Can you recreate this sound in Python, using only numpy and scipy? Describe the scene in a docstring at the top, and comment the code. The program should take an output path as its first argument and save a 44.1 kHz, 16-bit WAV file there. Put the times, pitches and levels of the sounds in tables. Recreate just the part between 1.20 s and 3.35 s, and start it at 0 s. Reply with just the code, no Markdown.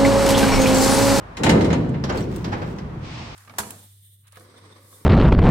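"""A heavy steel gate slams in an echoing stone entrance, over distant traffic.
The latch touches at 0.17 s; the leaf hits the frame twice and rattles, ringing its bars.
Its panels boom at the slam and the rebound. From 0.5 s, loose metal parts clink.
Two footsteps follow near 0.85 and 1.25 s, heel then sole, with clothing rustle and low echoes.
A soft swish rises at 1.8 s."""
import sys
import numpy as np
from scipy import signal
from scipy.fft import rfft, irfft
from scipy.io import wavfile

SR = 44100
rng = np.random.default_rng(int(sys.argv[2]) if len(sys.argv) > 2 else 0)


def master(y):
    """Save y as 16-bit WAV."""
    cut = np.clip(np.atleast_2d(y).T, -1, 1)
    pcm = np.round(cut * 32767)  # scale
    wavfile.write(sys.argv[1], SR, pcm.astype(np.int16))


N = 94815
TIME_S = np.arange(N) / SR

# left-right likeness of noise: freq_hz, coherence
COHERENCE = [(170, 0.97), (350, 0.86), (700, 0.02)]
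# distant traffic: freq_hz, density_db
TRAFFIC_SPECTRUM = [(22, -51), (49, -0.5), (427, -16), (1050, -14), (16000, -62)]
# gate on latch and frame: start_s, clash_db, clang_db, pan_db, tilt_db_per_octave, bar_hz
GATE_BLOWS = [(0.169, -31.5, -36, 2.5, 1, 950), (0.234, -20, -17, 7, 3, 892),
              (0.264, -19, -18.5, 2, -2.5, 888), (0.2926, -17, -23.5, 0, 1.5, 790),
              (0.4086, -27, -37, -1, -1, 1027), (0.4446, -30, -31.5, 1, 0.5, 877),
              (0.503, -27.5, -26, -4, -4, 732), (0.5289, -25, -27.5, 3, -2.5, 954),
              (0.7411, -41.5, -36, -7, -6, 950)]
# steel on steel: freq_hz, density_db
CLASH_SPECTRUM = [(100, -77), (700, 11), (2000, 8.5), (4000, 3), (5200, 1), (7000, -3), (9200, -9),
                  (10500, -18.5), (15500, -23)]
# frame resonances: freq_hz, half_width_hz, boost_db
FRAME_MODES = [(2050, 37, 4), (3050, 68, 5), (3890, 33, 7.5), (4160, 70, 7), (6900, 140, 5)]
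# clang of the bars: freq_hz, density_db
CLANG_SPECTRUM = [(60, -41), (250, 3.5), (600, 1.5), (1300, -12), (2500, -10.5), (12000, -58)]
# entrance reverberation: freq_hz, t60_s
ENTRANCE_DECAY = [(400, 2.66), (1000, 0.46), (5000, 0.89), (15000, 0.73)]
# stone returns less top treble: freq_hz, density_db
ENTRANCE_SPECTRUM = [(3500, 5.5), (8000, 2), (11000, 4.5)]
# panel booms, slam then rebound: start_s, peak_s, noise_db
BOOM_EVENTS = [(0.183, 0.354, -14), (0.489, 0.52, -26)]
# boom noise: freq_hz, density_db, t60_s
BOOM_BANDS = [(25, -24, 1), (60, -8.5, 1.43), (125, -3.5, 6.06), (240, -4.5, 2.4), (339, -4, 1.47),
              (780, -15.5, 0.96), (1980, -29, 1.1), (5900, -66.5, 0.92)]
# panel modes: pitch_hz, slam_db, rebound_db, t60_s
PANEL_MODES = [(136.5, -21, -30, 1.15), (170, -21, -20, 0.97), (213, -18.5, -39, 0.75),
               (296, -23, -35, 1.5), (484, -25, -36.5, 1.3), (629, -25.5, -58, 1.2)]
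# loose metal: start_s, level_db, pitch_hz, half_width_hz
CLINK_EVENTS = [(0.529, -30.5, 6550, 347), (0.691, -50, 7900, 3020), (0.923, -41.5, 7000, 150),
                (0.98, -34.5, 4430, 200), (1.004, -43, 7800, 404), (1.025, -41, 5730, 50),
                (1.16, -37.5, 12100, 4900), (1.584, -50, 5795, 220)]
# heel and sole contacts: start_s, tap_db, thud_db, attack_s, knock_hz, knock_db
FOOTFALLS = [(0.838, -27, -29, 0.0018, 855, -36.5), (0.887, -31, -22.5, 0.014, 767, -28),
             (0.94, -59, -28.5, 0.011, 456, -28.5), (1.242, -31, -30.5, 0.0038, 939, -38),
             (1.275, -52, -36.5, 0.0034, 311.5, -32), (1.316, -37, -24.5, 0.017, 828.3, -29),
             (1.4144, -43.5, -29, 0.0066, 857, -42), (1.584, -40.5, -39.5, 0.002, 1000, -43)]
# grit tap and sole thud: freq_hz, tap_density_db, thud_density_db
SHOE_SPECTRA = [(59.3, -16, -13), (307, 9, 8.5), (780, 13, 4.5), (1690, 4.5, -2), (5500, 4.5, -25),
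                (10330, -20, -69), (16000, -24, -60)]
# footfall knock: pitch_ratio, level_db
KNOCK_MODES = [(1, 0), (1.57, -7), (1.95, -5), (2.07, -7)]
# clothing rustle, also the clinks' base noise: freq_hz, density_db
RUSTLE_SPECTRUM = [(500, -5), (2000, 6.5), (9000, -5.5), (10500, -20), (13000, -11)]
# rustle before grain: time_s, level_db
RUSTLE_ENVELOPE = [(0.85, -93), (0.98, -36.5), (1.07, -58.5), (1.15, -49.5), (1.3, -57), (1.52, -54.5),
                   (1.68, -72)]
# low echo of each step: start_s, level_db
RUMBLE_EVENTS = [(0.9, -24.5), (1.33, -31)]
# step echo noise: freq_hz, density_db, t60_s
RUMBLE_BANDS = [(30, -7.5, 2.3), (110, 5, 6), (221, 0.5, 2.5), (458, 0.5, 0.84), (1530, -63, 0.82)]
# soft swish: freq_hz, density_db
SWISH_SPECTRUM = [(300, -14), (900, 4.5), (1400, -5.5), (2300, 1), (5300, -6.5), (8800, -23), (10500, -62)]
# swish swell: time_s, level_db
SWISH_ENVELOPE = [(1.8, -61), (1.85, -43.5), (1.99, -39.5), (2.15, -44)]


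def amp(db):
    """Decibels to gain."""
    return 10 ** (np.asarray(db) / 20)


def lookup(table, hz, column=1):
    """Table column interpolated over log frequency."""
    columns = np.transpose(table)
    return np.interp(np.log(hz + 1), np.log(columns[0] + 1), columns[column])


def envelope(points):
    """Gain along (time_s, level_db) points; silent before the first."""
    return amp(np.interp(TIME_S, *np.transpose(points))) * (TIME_S > points[0][0])


def add(mix, start_s, sound, pan_db=0):
    """Mix in a stereo sound; positive pan is left."""
    part = mix[:, round(start_s * SR):][:, :sound.shape[1]]
    part += sound[:, :part.shape[1]] * amp([[pan_db / 2], [-pan_db / 2]])


def noise(spectrum, size=N, column=1, bin_gain=1):
    """Unit-RMS stereo noise, nearly mono in the bass."""
    hz = np.fft.rfftfreq(size, 1 / SR)
    coherence = lookup(COHERENCE, hz)
    mid, side = rfft(rng.standard_normal((2, size))) * np.sqrt([1 + coherence, 1 - coherence])
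    shape = amp(lookup(spectrum, hz, column)) * bin_gain
    x = irfft(np.array([mid + side, mid - side]) * shape, size)
    return x / np.sqrt(np.mean(x ** 2))


def struck(x, attack_s, t60_s, hold_s=0):
    """Linear attack, hold, exponential decay."""
    t = TIME_S[:x.shape[1]]
    return x * np.minimum(t / attack_s, 1) * amp(-60 * np.maximum(t - attack_s - hold_s, 0) / t60_s)


def band_decay(x, table, start_s=0, column=1):
    """Decay each frequency at its own T60."""
    hz, t, bands = signal.stft(x, SR, nperseg=512)
    decay = amp(-60 * np.maximum(t - start_s, 0) / lookup(table, hz, column)[:, None])
    return signal.istft(bands * decay, SR)[1][:, :x.shape[1]]


def ring(hz, size, attack_s, t60_s):
    """One damped mode, slightly out of phase between channels."""
    phase_turns = rng.random() + rng.standard_normal((2, 1)) * 0.13
    return struck(np.sin(2 * np.pi * (hz * TIME_S[:size] + phase_turns)), attack_s, t60_s)


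def traffic():
    """Steady low rumble of distant traffic."""
    return amp(-39.5) * noise(TRAFFIC_SPECTRUM)


def gate_blows(size=32768, spacing_hz=44.02, ripple_db=2.4, clang_attack_s=0.0045):
    """Each blow rings the same steel: bright clash with frame modes, lower clang, one bar."""
    out, hz = np.zeros((2, N)), np.fft.rfftfreq(size, 1 / SR)
    # crowded random resonances
    steel = amp(ripple_db * np.interp(hz / spacing_hz, np.arange(size), rng.standard_normal(size)))
    frame_db = sum(db / (1 + ((hz - mode_hz) / half_width_hz) ** 2)
                   for mode_hz, half_width_hz, db in FRAME_MODES)
    octaves = np.log2(hz + 1)
    for start_s, clash_db, clang_db, pan_db, tilt_db_per_octave, bar_hz in GATE_BLOWS:
        clash = noise(CLASH_SPECTRUM, size, bin_gain=steel * amp(tilt_db_per_octave * octaves + frame_db))
        clash = struck(clash, attack_s=0.00059, t60_s=0.14, hold_s=0.0016)
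        clang = struck(noise(CLANG_SPECTRUM, size, bin_gain=steel), clang_attack_s, t60_s=0.29)
        bar = amp(-5.5) * ring(bar_hz, size, clang_attack_s, t60_s=0.33)
        add(out, start_s, amp(clash_db) * clash, pan_db)
        add(out, start_s, amp(clang_db) * (clang + bar))
    return out


def entrance_echo(x, rise_s=0.02):
    """Diffuse echo off stone, longest in the bass."""
    tail = band_decay(noise(ENTRANCE_SPECTRUM), ENTRANCE_DECAY) * np.minimum(TIME_S / rise_s, 1)
    return signal.fftconvolve(x, tail / np.linalg.norm(tail[0]), axes=1)[:, :N]


def panel_boom():
    """Panels and entrance air build up, then ring out; the rebound favours the lower modes."""
    out = np.zeros((2, N))
    for event, (start_s, peak_s, noise_db) in enumerate(BOOM_EVENTS):
        swell = np.clip((TIME_S - start_s) / (peak_s - start_s), 0, 1) ** 0.71
        since_peak_s = np.maximum(TIME_S - peak_s, 0)
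        boom = amp(noise_db) * band_decay(noise(BOOM_BANDS), BOOM_BANDS, peak_s, column=2)
        for hz, slam_db, rebound_db, t60_s in PANEL_MODES:
            mode_db = (slam_db, rebound_db)[event] - 60 * since_peak_s / t60_s
            phase_turns = rng.random() + rng.standard_normal((2, 1)) * hz / 4000
            boom += amp(mode_db) * np.sin(2 * np.pi * (hz * TIME_S + phase_turns))
        out += swell * boom
    return out


def clinks(size=4096):
    """Loose metal parts tick or ring briefly, to the left."""
    out, hz = np.zeros((2, N)), np.fft.rfftfreq(size, 1 / SR)
    for start_s, level_db, pitch_hz, half_width_hz in CLINK_EVENTS:
        resonance = 1 / (1 + ((hz - pitch_hz) / half_width_hz) ** 2)
        clink = struck(noise(RUSTLE_SPECTRUM, size, bin_gain=resonance), attack_s=0.0012, t60_s=0.047)
        add(out, start_s, amp(level_db) * clink, pan_db=3)
    return out


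def footsteps(size=16384):
    """The heel taps gritty stone; the sole lands with a ringing knock."""
    out = np.zeros((2, N))
    for start_s, tap_db, thud_db, attack_s, knock_hz, knock_db in FOOTFALLS:
        tap = amp(tap_db) * struck(noise(SHOE_SPECTRA, size), attack_s, t60_s=0.099)
        thud = amp(thud_db) * struck(noise(SHOE_SPECTRA, size, column=2), attack_s, t60_s=0.26)
        knock = sum(amp(knock_db + db) * ring(knock_hz * ratio, size, attack_s, t60_s=0.13)
                    for ratio, db in KNOCK_MODES)
        add(out, start_s, tap + thud + knock, pan_db=-0.5)
    return from_right(out)


def from_right(x, lag_s=0.000377):
    """The direct share of the sound reaches the left channel later."""
    hz = np.fft.rfftfreq(N, 1 / SR)
    left, right = rfft(x)
    direct = 0.35 * (1 - lookup(COHERENCE, hz))
    delayed = right * np.exp(-2j * np.pi * hz * lag_s)
    left = np.sqrt(1 - direct ** 2) * left + direct * delayed
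    return irfft(np.array([left, right]), N)


def clothing_rustle(grain_db=3.56):
    """Cloth noise with a fast random flutter in level."""
    knots_s = TIME_S[::128]
    grain = amp(grain_db * np.interp(TIME_S, knots_s, rng.standard_normal(len(knots_s))))
    return envelope(RUSTLE_ENVELOPE) * grain * noise(RUSTLE_SPECTRUM)


def step_echoes(rise_s=0.067):
    """The entrance answers each step with a hollow rumble that darkens as it fades."""
    out = np.zeros((2, N))
    for start_s, level_db in RUMBLE_EVENTS:
        rumble = band_decay(noise(RUMBLE_BANDS), RUMBLE_BANDS, rise_s, column=2)
        add(out, start_s, amp(level_db) * np.minimum(TIME_S / rise_s, 1) * rumble)
    return out


def swish():
    """Soft swell of midrange noise."""
    return envelope(SWISH_ENVELOPE) * noise(SWISH_SPECTRUM)


def scene():
    """Sum of all layers; blows and steps feed the entrance echo."""
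    gate, steps = gate_blows(), footsteps()
    echo = entrance_echo(amp(-11) * gate + amp(-8) * steps)
    foreground = gate + echo + clinks() + panel_boom() + steps + step_echoes()
    return foreground + traffic() + clothing_rustle() + swish()


def record(dry, cutoff_hz=16100):
    """Treble leans right near 5.5 kHz and left near 8.5 kHz; then a low-pass."""
    hz = np.fft.rfftfreq(N, 1 / SR)
    pan_db = lookup([(3500, 0), (5500, -4.0), (8500, 6.5), (13000, -1)], hz)
    panned = irfft(rfft(dry) * amp([pan_db / 2, -pan_db / 2]), N)
    lowpass = signal.firwin(401, cutoff_hz, window=("kaiser", 9), fs=SR)
    return signal.oaconvolve(panned, lowpass[None], "same")


dry = scene()
out = record(dry)
master(out)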